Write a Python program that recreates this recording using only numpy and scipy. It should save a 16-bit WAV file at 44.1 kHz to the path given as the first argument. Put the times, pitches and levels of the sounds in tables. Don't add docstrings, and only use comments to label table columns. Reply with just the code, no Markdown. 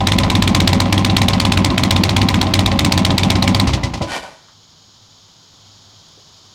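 import sys
import numpy as np
from scipy import signal
from scipy.fft import rfft, irfft
from scipy.io import wavfile

SR = 44100
rng = np.random.default_rng(int(sys.argv[2]) if len(sys.argv) > 2 else 0)


def unload_wav(signal):
    wavfile.write(
        sys.argv[1],
        SR,
        np.round(np.clip(np.atleast_2d(signal).T, -1, 1) * 32767).astype(np.int16),
    )


N = 288410
TIME = np.arange(N) / SR
AGE = np.arange(SR // 3) / SR


def undb(db):
    return 10 ** (np.asarray(db) / 20)


def unit(x):
    return x / np.sqrt(np.mean(x ** 2))


def add(track, start_s, sound):
    start = int(round(start_s * SR))
    first, last = max(start, 0), min(start + len(sound), N)
    track[first:last] += sound[first - start:last - start]


def noise(colour):
    hz, db = np.transpose(colour)
    log_hz = np.log(np.fft.rfftfreq(N, 1 / SR) + 1)
    gain = undb(np.interp(log_hz, np.log(hz), db))
    return unit(irfft(rfft(rng.standard_normal(N)) * gain, N))


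def band(hz, width, size):
    b, a = signal.iirpeak(hz, hz / width, fs=SR)
    once = signal.lfilter(b, a, rng.standard_normal(size))
    return unit(signal.lfilter(b, a, once))


def swell(rise, fade, hold=0):
    onset = np.sin(np.pi / 2 * np.minimum(AGE / rise, 1)) ** 2
    return onset * np.exp(-np.maximum(AGE - rise - hold, 0) / fade)


def ring(modes, detune, scatter_db):
    kick, out = signal.unit_impulse(len(AGE)), 0
    for hz, db, t60 in modes:
        turn = 2 * np.pi * hz * (1 + detune * rng.standard_normal()) / SR
        keep = np.exp(-np.log(1000) / (t60 * SR))
        mode = signal.lfilter([0, np.sin(turn)], [1, -2 * keep * np.cos(turn), keep ** 2], kick)
        out = out - undb(db + scatter_db * rng.standard_normal()) * mode
    return out


def thump(hz, delay, length):
    t = AGE - delay - 0.00016 * rng.standard_normal()
    return np.exp(-(t / length) ** 2) * np.cos(2 * np.pi * hz * t)


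# frequency in Hz, relative density in dB.
YARD = [(20, -7), (50, -2), (100, 3), (200, 2.5), (300, -2.5), (500, -6), (1000, -2.5), (1400, -7),
        (1900, -16.5), (2600, -13), (3500, -40.5)]
# frequency in Hz, relative density in dB.
INSECTS = [(2000, -15), (2600, -18), (3100, -2), (5200, -1.5), (6100, -8), (6700, -2), (7400, -15.5),
           (8500, -26.5), (12000, -29), (16000, -32)]
# time in seconds, insect level in dB, level of traffic and hum in dB.
OUTSIDE = [(4.5, -50, -55), (5.5, -48.5, -54), (5.7, -47.5, -52.5)]


def outdoors():
    s, insect_db, traffic_db = np.transpose(OUTSIDE)
    flutter = 1 + 0.056 * band(16, 17, size=N)
    chorus = undb(np.interp(TIME, s, insect_db)) * noise(INSECTS) * flutter
    hum = 0.67 * band(102.3, 18, size=N) + 0.26 * band(156.3, 12, size=N)
    traffic = 0.89 * noise(YARD) + hum
    return chorus + undb(np.interp(TIME, s, traffic_db)) * traffic


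# start in seconds, level in dB, rise, hold and fade in seconds.
SIGHS = [(4.048, -22, .1, .02, .031), (4.215, -37, .022, .006, .09)]
# frequency in Hz, relative density in dB.
SIGH_COLOUR = [(120, -34), (200, -8), (509, -3), (558, 3), (968, 0), (1370, -11), (1500, 0.5), (1650, -7),
               (4600, -9.5), (10500, -24), (13500, -36), (16000, -59)]
# frequency in Hz, half the filter width in Hz, relative level in dB.
SIGH_MODES = [(986, 41, -4), (1480, 41, -2.5), (1850, 30, -4), (2342, 27, -3.5), (3070, 72, -7)]


def sighs():
    air = np.zeros(N)
    for s, db, rise, hold, fade in SIGHS:
        add(air, s, undb(db) * swell(rise, fade, hold))
    tones = sum(undb(db) * band(hz, 2 * half_width, size=N) for hz, half_width, db in SIGH_MODES)
    flutter = undb(1.5 * band(85, 200, size=N))
    return air * flutter * (.85 * noise(SIGH_COLOUR) + .5 * unit(tones))


# start in seconds, level in dB, pitch in Hz, fade in seconds.
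KNOCKS = [(3.77, -25, 790, 0.023), (3.895, -19, 130, 0.018), (3.972, -37, 3900, .015),
          (4.003, -19, 210, 0.02), (4.012, -25, 560, 0.035), (4.03, -32, 55, 0.055),
          (4.165, -31, 150, 0.012), (4.228, -34, 700, 0.064), (4.48, -50, 1100, .03),
          (6.082, -60, 8500, .004), (6.17, -48.5, 396, .02)]
# frequency in Hz, level in dB, 60 dB decay in seconds before the swell's fade.
CLUNK = [(331, -21, 0.41), (540, -14.5, .3), (575, -19.5, .25), (745, -27, 0.23)]
STALL_S = 4.005


def knocks():
    out = np.zeros(N)
    for s, db, hz, fade in KNOCKS:
        add(out, s, undb(db) * swell(0.005, fade) * band(hz, 0.83 * hz, size=len(AGE)))
    add(out, STALL_S, ring(CLUNK, detune=.004, scatter_db=3) * swell(0.013, 0.074))
    return out


# time in seconds, crank speed in rpm.
RPM = [(0.0, 1048), (0.25, 1049), (0.34, 979), (0.66, 934), (1.0, 992), (1.34, 1040), (1.75, 891),
       (1.92, 954), (2.1, 902), (2.18, 1032), (2.27, 935), (2.64, 989), (2.72, 901), (3.05, 947),
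       (3.14, 892), (3.22, 992), (3.51, 973), (3.6, 1039)]
# crank angle in degrees, crack level in dB, crack pitch in Hz,
# boom level in dB, returning thump level in dB, thump pitch in Hz, thump delay in seconds.
CYLINDERS = [(20.48, -6, 3840, -11.3, -7.5, 193, .0418), (431.5, -4.5, 3893, -13, -10.5, 125, .045)]
# time in seconds, change of crack level in dB.
STUMBLES = [(.01, -13), (.235, -8.5), (.863, -16), (1.096, -7.5), (1.331, -6), (1.449, -2.5), (1.7, -11.5),
            (2.213, -1.5), (2.464, -12), (2.658, -1.5), (2.715, -8.5), (3.102, -4), (3.352, -6)]
BARKS_S = [1.571, 1.777, 2.339, 3.475]
BARK_HZ = 2170
IGNITION_OFF_S = 3.63
CYCLE_DEG = 720
CRACK_SCATTER_DB, BOOM_SCATTER_DB, THUMP_SCATTER_DB = 1, 0.4, 2.1
CRACK_PITCH_SPREAD, THUMP_PITCH_SPREAD = 0.073, 0.06
BOOM_LOSS_SHARE, THUMP_LOSS_SHARE = 0.26, 0.32


def firings():
    crank_deg = np.cumsum(np.interp(TIME, *np.transpose(RPM))) * 360 / 60 / SR
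    last_deg = np.interp(IGNITION_OFF_S, TIME, crank_deg)
    for angle, crack_db, crack_hz, boom_db, thump_db, thump_hz, thump_s in CYLINDERS:
        for s in np.interp(np.arange(angle, last_deg, CYCLE_DEG), crank_deg, TIME):
            loss_db = sum(db for when, db in STUMBLES if abs(when - s) < .025)
            barks = any(abs(when - s) < .025 for when in BARKS_S)
            loud, sharp, deep, back, pitch = np.clip(rng.standard_normal(5), -2, 2)
            yield (s,
                   crack_db + loss_db + CRACK_SCATTER_DB * loud,
                   BARK_HZ if barks else crack_hz * np.exp(CRACK_PITCH_SPREAD * sharp),
                   boom_db + BOOM_LOSS_SHARE * loss_db + BOOM_SCATTER_DB * deep,
                   thump_db + THUMP_LOSS_SHARE * loss_db + THUMP_SCATTER_DB * back,
                   thump_hz * np.exp(THUMP_PITCH_SPREAD * pitch),
                   thump_s)


def crack(hz, hiss, force, length=0.0028, whistle=0.54, drive=1.22, afterring=0.079):
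    window = np.exp(-((AGE - .004) / length) ** 4)
    growth = np.clip(AGE / 0.0057, 0, 1)
    steep = growth * force
    dull = signal.sosfilt(signal.butter(3, 4900, fs=SR, output="sos"), hiss)
    tone = band(hz, 1160, size=len(AGE))
    rasp = (1 - steep) * dull + steep * hiss + whistle * tone
    front = drive * window * (.5 + 0.53 * growth) * rasp
    saturated = force * np.tanh(front) + (1 - force) * 0.81 * front
    return saturated + afterring * (2 - force) * swell(0.0063, 0.015) * tone


def choke(strength):
    t = AGE - 0.00032 * rng.standard_normal()
    pinned = np.exp(-((t - .0079) / 0.0015) ** 6) + np.exp(-((t - .0134) / 0.0018) ** 6)
    return 1.55 * np.clip(strength, 0, 1) * pinned


# frequency in Hz, relative level in dB, 60 dB decay in seconds
BOOM = [(60.5, -7.5, 0.2), (97.1, 4, 0.24), (143.7, -5, 0.12), (192.4, -9, 0.2), (251, -9, 0.12),
        (304, -9.5, 0.16)]
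# frequency in Hz, relative level in dB, 60 dB decay in seconds
PIPE = [(552.4, -17.5, 0.33), (640, -19, 0.23), (781, -14, 0.18), (809, -16, 0.16), (888, -23, 0.12),
        (1004, -16.5, 0.3), (1052, -18, 0.3), (1261, -19.5, 0.13), (2006, -16.5, 0.1), (2750, -24.5, 0.14)]
# frequency in Hz,
# relative level in dB, time of the peak in seconds, length in seconds.
DRONE = [(188.9, -8, .0412, 0.024), (252.7, -11, .054, 0.022)]
PIPE_DB, NEAR_WALL_DB, GARAGE_DB = -7, -11.5, -29.5
SHAKE_DB = 9
STEEP_FROM_DB, STEEP_RANGE_DB = -11, 6.5
CHOKE_FROM_DB, CHOKE_RANGE_DB = -11, 6.5


def fire(tracks, hiss, s, crack_db, crack_hz, boom_db, thump_db, thump_hz, thump_s):
    bass, pipe, cracks, wash, gas, running, pinned = tracks
    i = int(s * SR)
    force = np.clip((crack_db - STEEP_FROM_DB) / STEEP_RANGE_DB, 0, 1)
    add(cracks, s, undb(crack_db) * crack(crack_hz, hiss[i:i + len(AGE)], force))
    add(bass, s, undb(boom_db) * ring(BOOM, detune=0.0065, scatter_db=0.6) * swell(0.0045, .7))
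    echo = undb(-1.0) * thump(thump_hz, delay=thump_s, length=0.0056)
    drone = sum(undb(db) * thump(hz, delay, length) for hz, db, delay, length in DRONE)
    add(bass, s, -undb(thump_db) * (echo + drone))
    add(pipe, s, undb(PIPE_DB) * ring(PIPE, detune=0.0069, scatter_db=3) * swell(.014, .5))
    near = undb(NEAR_WALL_DB + 1.17 * crack_db) * swell(0.0077, 0.013)
    garage = undb(GARAGE_DB + .5 * crack_db) * swell(.011, 0.026)
    add(wash, s + 0.0028, near ** 2 + garage ** 2)
    add(running, s, swell(0.012, 0.065))
    add(running, s + thump_s, (undb(SHAKE_DB + thump_db) * swell(0.0033, .014)) ** 2)
    add(pinned, s, choke((crack_db - CHOKE_FROM_DB) / CHOKE_RANGE_DB))


# start in seconds, gas level in dB, chug level in dB,
# gas rise in seconds, gas fade in seconds.
PUFFS = [(3.671, -17.5, -3, 0.0031, 0.022), (3.731, -15.5, -5, 0.0056, 0.015),
         (3.833, -21, -8, 0.0042, 0.02), (3.936, -23.5, -14.5, 0.0035, 0.017),
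         (4.012, -24.5, -16.5, 0.012, 0.021)]


def coast(tracks):
    bass, pipe, cracks, wash, gas, running, pinned = tracks
    for s, gas_db, chug_db, rise, fade in PUFFS:
        add(gas, s, (undb(gas_db) * swell(rise, fade)) ** 2)
        chug = thump(97.5, delay=0.0119, length=0.0098) + 0.47 * thump(104, delay=0.044, length=0.0083)
        add(bass, s, undb(chug_db) * (chug + 0.18 * ring(BOOM, detune=0.016, scatter_db=5.5)))
        add(pipe, s, undb(.5 * chug_db - 12.5) * ring(PIPE, detune=0.0077, scatter_db=5.0))
        add(running, s, undb(chug_db - 4.5) * swell(0.027, 0.054))


# frequency in Hz, relative density in dB.
CRACK = [(300, -37), (700, 2.5), (1500, -7), (2300, -0.5), (4300, 1.5), (5400, -6), (8000, -8.5),
         (9500, -22), (12500, -21.5), (16000, -34)]
TAIL = [(300, -20.5), (800, -2), (1600, -7.5), (2200, 4.5), (2800, -7), (3400, 1.5), (4500, -7.5),
        (5600, -5.5), (9000, -14.5), (11000, -24), (16000, -36)]
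GAS = [(300, -1), (800, 3.5), (1500, -5.5), (2300, 1.5), (4300, 2.5), (6000, -2), (9000, -14.5),
       (13000, -30), (16000, -34)]
CLATTER = [(200, -1), (330, 9.5), (450, -1.5), (800, 6.5), (1050, 2), (1600, -9.5), (2100, -5),
           (4200, -11.5), (6500, -25), (10000, -39.5), (16000, -46)]
RUMBLE = [(22, -26), (40, -13), (60, 2), (100, -1), (200, -1), (300, -0.5), (420, -16.5), (800, -59)]
CLATTER_DB, RUMBLE_DB = -26.5, -20.5


def engine():
    tracks = np.zeros((7, N))
    bass, pipe, cracks, wash, gas, running, pinned = tracks
    hiss = noise(CRACK)
    for firing in firings():
        fire(tracks, hiss, *firing)
    coast(tracks)
    grain = undb(1.5 * band(230, 600, size=N))
    reflections = (np.sqrt(wash) * noise(TAIL) + np.sqrt(gas) * noise(GAS)) * grain
    rattle = undb(3.0 * band(65, 137, size=N))
    clatter = undb(CLATTER_DB) * np.sqrt(running) * noise(CLATTER) * rattle
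    bass = 0.73 * np.tanh(bass / 0.7)
    highpass = signal.butter(4, 36, "high", fs=SR, output="sos")
    bass = signal.sosfiltfilt(highpass, bass, padtype=None)
    rumble = undb(RUMBLE_DB) * np.sqrt(running) * noise(RUMBLE)
    fine_sound = cracks + pipe + reflections + clatter
    return bass + rumble + fine_sound * np.clip(1 - pinned, .07, 1)


def scene():
    return (outdoors() + sighs() + knocks() + engine())[None]


def record(dry):
    rounded = np.tanh(dry / 1.05) * 1.05
    lowpass = signal.ellip(8, .2, 70, 15900, fs=SR, output="sos")
    return signal.sosfilt(lowpass, rounded)


dry = scene()
out = record(dry)
unload_wav(out)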